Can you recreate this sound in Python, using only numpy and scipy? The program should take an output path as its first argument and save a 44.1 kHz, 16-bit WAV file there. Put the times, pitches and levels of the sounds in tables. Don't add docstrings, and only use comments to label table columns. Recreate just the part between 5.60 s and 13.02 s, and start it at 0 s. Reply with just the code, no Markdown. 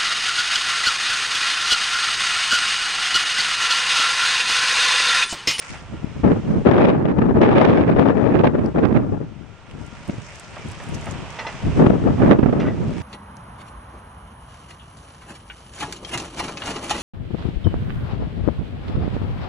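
import sys
import numpy as np
from scipy import signal
from scipy.fft import rfft, irfft
from scipy.io import wavfile
from scipy.ndimage import uniform_filter1d

SR = 44100
rng = np.random.default_rng(int(sys.argv[2]) if len(sys.argv) > 2 else 0)


def file_out(sig):
    cols = np.atleast_2d(sig).T
    lim = np.clip(cols, -1, 1)
    pcm = np.round(lim * 32767).astype(np.int16)
    wavfile.write(sys.argv[1], SR, pcm)


N = 327222
STEP = 16
TIME = np.arange(N) / SR
CONTROL_TIME = np.arange(N // STEP + 2) * STEP / SR
BAND_EDGES_HZ = 20 * 2 ** np.arange(0, 9.6, .5)
BAND_CENTRES_HZ = np.sqrt(BAND_EDGES_HZ[1:] * BAND_EDGES_HZ[:-1])
PAN_SPLIT = np.array([[.5], [-.5]])
REFERENCE_GUST_DB, GUST_DB_PER_OCTAVE = -8, 25.5

# start_s, attack_s, hold_s, level_db, pan_db, harshness_db
GUST_HITS = [(0.087,.015,0.025,-31.5,3.5,-19.5), (0.315,0.012,0.0036,-27.5,-4.5,-3.5),
             (0.421,0.0069,0.0045,-35.5,18.5,-9), (0.54,.025,0.026,-29,-6.5,-13),
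             (0.63,0.011,0.083,-11.5,3.5,-1.5), (0.835,0.043,0.11,-19,-1.5,-5.5),
             (1.044,0.03,0.022,-5.5,4.5,2.5), (1.114,.02,0.17,-7,1.5,6.5), (1.308,0.018,0.059,-18.5,3.5,10),
             (1.433,0.027,0.062,-15,-0.5,8.5), (1.555,0.017,0.14,-14,2.5,-2.5),
             (1.734,0.031,0.077,-11.5,4.5,-3), (1.801,0.02,0.097,-9,1.5,11.5), (1.913,0.059,0.26,-7.5,2,9),
             (2.252,.03,0.091,-12,0,6), (2.351,0.05,0.11,-12,4.5,7.5), (2.52,0.055,0.13,-19,6,11.5),
             (2.671,0.076,0.068,-14,-6.5,5), (2.83,0.015,0.02,-10,-1,5.5), (2.911,0.037,.045,-14,-1.5,2),
             (3.019,0.031,0.026,-18.5,3.5,1.5), (3.139,0.022,0.048,-14,-1,2.5),
             (3.214,0.027,.03,-17.5,-9.5,2), (3.278,.02,0.03,-18,-2.5,-4), (3.333,0.024,0.016,-10,-3.5,1.5),
             (3.395,0.052,0.059,-22.5,1.5,-5), (3.511,0.012,0.014,-18.5,2.5,-1.5),
             (3.588,0.02,0.043,-27.5,0,3), (4.12,0.028,0.084,-37,4.5,-9), (4.469,0.018,0.011,-25.5,0,10.5),
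             (4.57,0.0092,0.013,-37,-7.5,-7.5), (5.022,0.04,0.13,-36.5,-1,-14),
             (5.263,.025,0.35,-29.5,8,-11.5), (6.02,0.048,0.083,-20,-3.5,-29), (6.144,0.073,0.12,-8,2,-4),
             (6.402,0.065,0.039,-11,4.5,-12), (6.572,0.058,0.14,-8.5,-3,-5), (6.679,.023,0.028,-3,-2,-4.5),
             (6.773,0.026,0.091,-6.5,-8.5,-12), (6.918,0.017,0.15,-11,1.5,-1.5),
             (7.191,.016,.075,-17.5,-2,-22)]
# time_s, level_db, pan_db
BREEZE_BED = [(0,-55.5,1), (.3,-37,-1), (.8,-33.5,10), (1.0,-28,11.5), (1.4,-19.5,-4), (2.85,-24.5,7.5),
              (3.12,-39.5,12), (3.6,-32,1.5), (3.85,-45,21), (4.1,-50,15), (4.6,-39.5,1), (4.78,-52,5.5),
              (4.92,-40.5,2), (5.6,-42,-11.5), (6.0,-41,6.5), (6.35,-22,0), (7.0,-16,-2), (7.42,-24,-4.5)]
# peak_s, left_boost_db, right_boost_db
EDDY_SLAPS = [(0.677,0.5,3), (0.719,1,10), (1.056,11.5,-3), (1.07,7,9.5), (1.089,4.5,5), (1.114,9.5,1),
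              (1.182,4.5,1.5), (1.253,4.5,0), (1.287,7.5,3.5), (1.454,9,-2.5), (1.489,11,0), (1.512,5,3),
              (1.585,11.5,2.5), (1.62,9.5,4), (1.655,8,5), (1.816,6.5,5), (1.832,6,4.5), (1.984,3,1),
              (2.017,2.5,-0.5), (2.05,-9.5,11.5), (2.172,2.5,2), (2.223,-1,-0.5), (2.72,6.5,-4),
              (2.791,-4.5,8), (2.837,8,1.5), (2.873,1.5,9), (2.953,5,1), (3.186,3.5,3.5), (3.238,0.5,5.5),
              (3.254,1.5,3.5), (3.327,17.5,2), (3.372,0,4.5), (4.496,14.5,3), (6.266,15.5,8), (6.302,14,4),
              (6.678,6.5,3), (6.712,7.5,6.5), (6.732,0,6), (6.79,5,12), (6.831,20.5,7), (6.861,1,8),
              (6.928,1.5,9)]
# frequency_hz, density_db
EDDY_SPECTRUM = [(20, -42), (60, -10), (140, -4), (260, -0.5), (450, -4), (700, -10.5), (1000, -14.5),
                 (1600, -21), (2500, -30), (5000, -62.5), (12000, -57)]
# frequency_hz, left_db, right_db
PORT_EQ = [(25, 2.5, 1.5), (118, 6, 9), (323, 4.5, 5.5), (650, 3, -0.2), (1000, 0.3, -0.6),
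           (1670, -1.5, -0.5), (2780, -5, -1.2), (4600, -7.5, -6.5), (6000, -9, -10), (9900, -12.5, -13.5),
           (11000, -39, -37.5)]
# centre_s, left_db, right_db
EDDY_THUMPS = [(0.445,-10,-38), (0.649,-2.5,-4.5), (0.665,-7.5,-14), (1.070,-4,0.5), (1.092,-2,1),
               (4.498,-18,-22), (6.21,-9,-2), (6.228,-3,1.5), (6.247,-10,2.5), (6.271,0.5,5.5),
               (6.303,3.5,-24), (6.792,-8,-5), (6.833,5.5,-2), (6.862,-6,-5)]
# time_s, level_db
CAR_LEVEL = [(0,-45), (.8,-43), (1.2,-46), (1.5,-54), (3.0,-50), (3.65,-51.5), (4.4,-45), (5.0,-43),
             (5.5,-38), (6.4,-37), (7.42,-38.5)]
# frequency_hz, density_db
CAR_SPECTRUM = [(40, 4), (130, 9), (300, -0.5), (600, 4), (1000, 2.5), (1300, 1), (1750, -2), (2400, -2),
                (2750, -2), (3200, -5), (4300, -14), (5700, -13), (9000, -22.5), (10800, -46.5),
                (13500, -55)]
# frequency_hz, correlation
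CAR_CORRELATION = [(60, 0.59), (500, 1), (1100, 0.86), (2300, 0.63), (4800, 0.1), (10000, 0.21)]
# frequency_hz, pan_db
CAR_PAN = [(200, -4), (600, 0), (1800, -4), (3200, -2), (6000, -3), (10000, -1)]
# start_s, level_db, brightness_hz
BLADE_JOLTS = [(0.132,-36,3400), (4.962,-25.5,350), (5.197,-35,1800), (5.466,-26,700), (5.787,-28.5,3500),
               (5.865,-29,2500), (7.001,-24.5,3470), (7.062,-29.5,2000)]
# pitch_hz, width_hz, level_db
FRAME_MODES = [(570, 400, 1.5), (920, 260, 3.5), (1260, 170, 3.5), (1910, 250, 2), (2290, 160, 1),
               (2770, 200, 0), (3500, 490, -7), (4900, 100, -6), (5930, 300, -10.5)]
# start_s, level_db, centre_hz, reach_octaves
MOUNT_BLOWS = [(5.793,-28.5,2800,1.05), (5.848,-25,880,0.53), (5.868,-29.5,2900,1.1),
               (6.998,-30.5,2500,1.4), (7.052,-19,1520,0.23), (7.082,-28,1850,0.23)]
# pitch_hz, level_db, t60_s
MOUNT_MODES = [(913,-1.5,0.13), (1203,-10,.2), (1490,-7.5,0.16), (1960,-4,0.19), (2040,-1.5,0.12),
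               (2490,-11,0.18), (2510,-14.5,0.1), (2710,-8,0.17), (3360,-3.5,0.037), (4160,-5.5,0.068),
               (5020,-11.5,0.065), (5670,-5.5,0.067)]
# time_s, level_db
CRUNCH_LEVEL = [(0,-38.5), (.17,-41), (.3,-60.5), (4.0,-66), (4.3,-50.5), (4.65,-47), (5.35,-44.5),
                (5.55,-49.5), (6.2,-46.5), (6.4,-74), (7.42,-41)]
# frequency_hz, density_db
SNOW_SPECTRUM = [(500, -6), (1200, 18), (2300, 21), (4000, 10), (5500, 12.5), (7500, 8.5), (9700, 2),
                 (10700, -28), (13500, -22.5)]
# start_s, level_db, pitch_hz, t60_s
CRUST_BREAKS = [(3.06,-32,4840,0.011), (4.111,-30,2800,0.011), (4.2636,-36,8000,.01),
                (4.4771,-32,8350,.012), (4.497,-28,2300,0.011), (4.7554,-31,6300,0.013),
                (4.796,-32,8350,0.02), (5.0847,-33,9000,.012), (5.116,-30,8300,.012),
                (5.237,-26.5,8250,.006), (5.289,-31,8600,0.01), (5.343,-32.5,5800,0.069),
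                (5.411,-32,7360,0.013), (5.457,-24,8200,.008), (5.5098,-22.5,6550,0.0093),
                (5.7039,-31.5,6600,0.0098)]
# lower_hz, upper_hz
WHINE_PITCHES = [942, 1385]
# time_s, lower_db, upper_db
WHINE_LEVELS = [(0,-66,-52), (.6,-67.5,-61), (4.0,-61,-56.5), (5.3,-55,-59), (5.9,-45.5,-65),
                (6.3,-66.5,-72), (7.1,-53,-66), (7.42,-41,-64)]


def wind(flutter_db=2.0, tear_db=4.5, patchy_db=0.5, tear_hz=900, crackle_above_hz=1800, rasp=0.35):
    gust_db, harsh_db = airflow()
    gust_db = gust_db + buffeting(gust_db)
    slap_db = slaps()
    gust_db = gust_db + 0.0099 * slap_db
    eddy_db = flutter_db * np.minimum(drift(rate_hz=95), 1.6) + slap_db
    speed = 2 ** ((gust_db + eddy_db + harsh_db - REFERENCE_GUST_DB) / GUST_DB_PER_OCTAVE)
    tearing = np.minimum(drift(rate_hz=170), 1)
    rumble, crackle = 0, 0
    for hz, noise in noise_bands():
        treble_share = hz / (hz + tear_hz)
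        level_db = eddy_db + at_hz(EDDY_SPECTRUM, hz / speed) + treble_share * tear_db * tearing
        band = noise * full_rate(from_db(level_db + patchy_db * drift(rate_hz=38)))
        if hz < crackle_above_hz:
            rumble = rumble + band
        else:
            crackle = crackle + band
    suction = np.clip(-levelled(rumble, window_s=0.15), -2, 2.2)
    bite_db = 0.29 * harsh_db + 0.2 * slap_db
    crackle = crackle * unit_rms(np.exp(rasp * suction)) * full_rate(from_db(bite_db))
    port_eqs = [np.array(PORT_EQ)[:, [0, side]] for side in (1, 2)]
    pressure = np.vstack([equalised(flow[None], eq) for flow, eq in zip(rumble + crackle, port_eqs)])
    return levelled(pressure, window_s=0.035) * full_rate(from_db(gust_db))


def airflow(breeze_harsh_db=-9, sag_db_per_s=13.5, release_db_per_s=230.5):
    breeze_db, breeze_pan_db = automation(BREEZE_BED, CONTROL_TIME)
    power = from_db(breeze_db + PAN_SPLIT * breeze_pan_db) ** 2
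    weighted_harshness = power * breeze_harsh_db
    for start_s, attack_s, hold_s, level_db, pan_db, harsh_db in GUST_HITS:
        past_peak_s = CONTROL_TIME - start_s - attack_s
        swell = np.clip(1 + past_peak_s / attack_s, 0, 1)
        sag_db = sag_db_per_s * np.maximum(past_peak_s, 0)
        release_db = release_db_per_s * np.maximum(past_peak_s - hold_s, 0)
        gust_power = (swell * from_db(level_db - sag_db - release_db + PAN_SPLIT * pan_db)) ** 2
        power = power + gust_power
        weighted_harshness = weighted_harshness + gust_power * harsh_db
    return 10 * np.log10(power), weighted_harshness / power


def buffeting(gust_db, light_db=4.0, strong_db=1.0):
    strength = np.clip(from_db((gust_db - REFERENCE_GUST_DB) / 2), 0, 1)
    return (light_db + (strong_db - light_db) * strength) * drift(rate_hz=14)


def slaps(rise_s=0.0038, fall_s=0.0089):
    push_db = 0
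    for peak_s, left_db, right_db in EDDY_SLAPS:
        age = CONTROL_TIME - peak_s
        pulse = np.exp(-(age / np.where(age < 0, rise_s, fall_s)) ** 2)
        push_db = push_db + np.array([[left_db], [right_db]]) * pulse
    return push_db


def thumps(width_s=0.00093, width_scatter=0.18):
    out = 0
    for (centre_s, left_db, right_db), chance in zip(EDDY_THUMPS, rng.standard_normal(len(EDDY_THUMPS))):
        passage = (TIME - centre_s) / (width_s * np.exp(width_scatter * chance))
        swing = passage * np.exp(.5 - .5 * np.minimum(passage ** 2, 100))
        out = out + from_db([[left_db], [right_db]]) * swing
    return out


def car_wash(waver_db=-0.5):
    wash = 0
    for hz, noise in noise_bands():
        pan = from_db(at_hz(CAR_PAN, hz) * PAN_SPLIT)
        waver = full_rate(from_db(waver_db * drift(rate_hz=6.8)[:1]))
        wash = wash + stereo(noise, at_hz(CAR_CORRELATION, hz)) * pan * waver
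    return unit_rms(equalised(wash, CAR_SPECTRUM)) * from_db(automation(CAR_LEVEL))


def frame_ringing(level_db=3, rise_s=0.00053, t60_s=0.23, pan_db=-2):
    noise = stereo(rng.standard_normal((2, N)), correlation=1.0)
    force = 0
    for start_s, jolt_db, brightness_hz in BLADE_JOLTS:
        contact = signal.lfilter(*signal.butter(1, brightness_hz, fs=SR), noise)
        force = force + from_db(jolt_db) * burst(start_s, rise_s, t60_s) * contact
    out, passed_power = 0, 0
    for k, (hz, width_hz, mode_db) in enumerate(FRAME_MODES):
        peak_trim = (1 - np.exp(-2 * np.pi * width_hz / SR)) / 2
        out = out + (-1) ** k * from_db(mode_db) * peak_trim * resonator(force + 1e-18, hz, width_hz)
        passed_power += np.pi * width_hz / SR * from_db(mode_db) ** 2
    return out / np.sqrt(passed_power) * from_db(level_db + pan_db * PAN_SPLIT)


def mount_clanks(rise_s=0.00055, uneven_db=0.5, detune=0.011, pan_db=-2):
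    out = np.zeros((2, N + SR))
    age = np.arange(SR // 2) / SR
    attack = 1 - np.exp(-age / rise_s)
    hz, mode_db, t60_s = np.transpose(MOUNT_MODES)[:, :, None]
    for start_s, level_db, centre_hz, reach_octaves in MOUNT_BLOWS:
        strength, tuning = rng.standard_normal((2, *hz.shape))
        excitation = np.exp(-.5 * (np.log2(hz / centre_hz) / reach_octaves) ** 2)
        gain = from_db(level_db + mode_db + uneven_db * strength) * excitation
        phase = 2 * np.pi * rng.random(hz.shape) + .5 * rng.standard_normal((2, *hz.shape))
        partials = np.sin(2 * np.pi * hz * (1 + detune * tuning) * age + phase)
        rings = gain * from_db(-60 * age / t60_s) * partials
        start = int(start_s * SR)
        out[:, start:start + len(age)] += rings.sum(axis=1) * attack
    return out[:, :N] * from_db(pan_db * PAN_SPLIT)


def snow_crunch(grains_per_s=900, size_db=4, clump_db=-0.5, hiss_db=-3, patchy_db=2.5):
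    sizes = from_db(size_db * np.minimum(rng.exponential(1, (2, N)), 4)) * rng.choice([-1, 1], (2, N))
    grains = unit_rms(sizes * (rng.random((2, N)) < grains_per_s / SR))
    clumps = full_rate(from_db(clump_db * drift(rate_hz=22)[:1]))
    hiss = from_db(hiss_db) * rng.standard_normal((2, N))
    snow = stereo(grains * clumps + hiss, correlation=0.25)
    out = 0
    for k, edges_hz in enumerate(zip(BAND_EDGES_HZ[9:], BAND_EDGES_HZ[10:])):
        band = signal.sosfilt(signal.butter(2, edges_hz, "band", fs=SR, output="sos"), snow)
        out = out + (-1) ** k * band * full_rate(from_db(patchy_db * drift(rate_hz=17)[:1]))
    return unit_rms(equalised(out, SNOW_SPECTRUM)) * from_db(automation(CRUNCH_LEVEL))


def crust_snaps(rise_s=0.0012, crumbs_per_s=300, crumb_db=-27, crumble_s=0.024, top_hz=10800):
    noise = stereo(rng.standard_normal((2, N)), correlation=0.19)
    crumbs = unit_rms(noise * (rng.random(N) < crumbs_per_s / SR))
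    out = 0
    for start_s, level_db, pitch_hz, t60_s in CRUST_BREAKS:
        edges_hz = pitch_hz * np.exp([-0.1, 0.1])
        crumbling = from_db(crumb_db) * np.exp(-np.minimum(((TIME - start_s) / crumble_s) ** 2, 20))
        fracture = noise * burst(start_s, rise_s, t60_s) + crumbs * crumbling
        tick = signal.lfilter(*signal.butter(1, edges_hz, "band", fs=SR), fracture)
        out = out + from_db(level_db) * tick / np.sqrt(np.pi * np.diff(edges_hz) / SR)
    return signal.sosfilt(signal.butter(4, top_hz, fs=SR, output="sos"), out)


def drive_whine(width_hz=9):
    out = 0
    for hz, level_db in zip(WHINE_PITCHES, automation(WHINE_LEVELS)):
        noise = stereo(rng.standard_normal((2, N)), correlation=0.64)
        out = out + unit_rms(resonator(noise, hz, width_hz)) * from_db(level_db)
    return out


def gain_ducking(x, threshold_db=-10.5, squeeze=0.74, attack_s=0.0088, recovery_db_per_s=6.5):
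    power = uniform_filter1d(np.mean(x ** 2, axis=0), int(0.019 * SR))
    over_db = np.maximum(10 * np.log10(np.abs(power) + 1e-20) - threshold_db, 0)
    creep_db = recovery_db_per_s * TIME
    cut_db = np.maximum.accumulate(squeeze * over_db + creep_db) - creep_db
    pole = np.exp(-1 / (attack_s * SR))
    return x * from_db(-signal.lfilter([1 - pole], [1, -pole], cut_db))


def from_db(db):
    return 10 ** (np.asarray(db) / 20)


def unit_rms(x):
    return x / np.sqrt(np.mean(x ** 2) + 1e-20)


def levelled(x, window_s):
    size = int(window_s * SR)
    power = uniform_filter1d(uniform_filter1d(x ** 2, size, axis=1), size, axis=1)
    return x / np.sqrt(np.abs(power) + 1e-20)


def automation(rows, time=TIME):
    times_s, *columns = np.transpose(rows)
    return np.array([np.interp(time, times_s, column) for column in columns])


def at_hz(points, hz):
    points_hz, values = np.transpose(points)
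    return np.interp(np.log(hz), np.log(points_hz), values)


def full_rate(controls):
    return np.array([np.interp(TIME, CONTROL_TIME, control) for control in controls])


def drift(rate_hz):
    pole = np.exp(-2 * np.pi * rate_hz * STEP / SR)
    white = rng.standard_normal((2, 2 * len(CONTROL_TIME)))
    return unit_rms(signal.lfilter([1], [1, -2 * pole, pole * pole], white)[:, len(CONTROL_TIME):])


def noise_bands():
    white = rng.standard_normal((2, 2, N))
    for k, hz in enumerate(BAND_CENTRES_HZ):
        bandpass = signal.butter(2, BAND_EDGES_HZ[k:k + 2], "band", fs=SR, output="sos")
        yield hz, signal.sosfilt(bandpass, white[k % 2])


def equalised(x, spectrum, size=2048):
    bins_hz = np.maximum(np.arange(size // 2 + 1) * SR / size, 1)
    gain = unit_rms(from_db(at_hz(spectrum, bins_hz)))
    cepstrum = irfft(np.log(gain))[:size // 2]
    response = irfft(np.exp(rfft(np.r_[cepstrum[0], 2 * cepstrum[1:]], size)))
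    return signal.fftconvolve(x, response[None], axes=1)[:, :N]


def resonator(x, hz, width_hz):
    radius = np.exp(-np.pi * width_hz / SR)
    return signal.lfilter([1, 0, -1], [1, -2 * radius * np.cos(2 * np.pi * hz / SR), radius ** 2], x)


def stereo(pair, correlation):
    mid = np.sqrt(1 + correlation) * pair[0]
    side = np.sqrt(1 - correlation) * pair[1]
    return np.array([mid + side, mid - side]) / np.sqrt(2)


def burst(start_s, rise_s, t60_s):
    age = np.clip(TIME - start_s, 0, 1)
    return (1 - np.exp(-age / rise_s)) * from_db(-60 * age / t60_s)


def scene():
    return (wind() + thumps() + car_wash() + drive_whine()
            + snow_crunch() + crust_snaps() + frame_ringing() + mount_clanks())


def record(dry, cutoff_hz=13800):
    ducked = gain_ducking(dry)
    overloaded = ducked / (1 + ducked ** 12) ** (1 / 12)
    return signal.sosfilt(signal.butter(12, cutoff_hz, fs=SR, output="sos"), overloaded)


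dry = scene()
out = record(dry)
file_out(out)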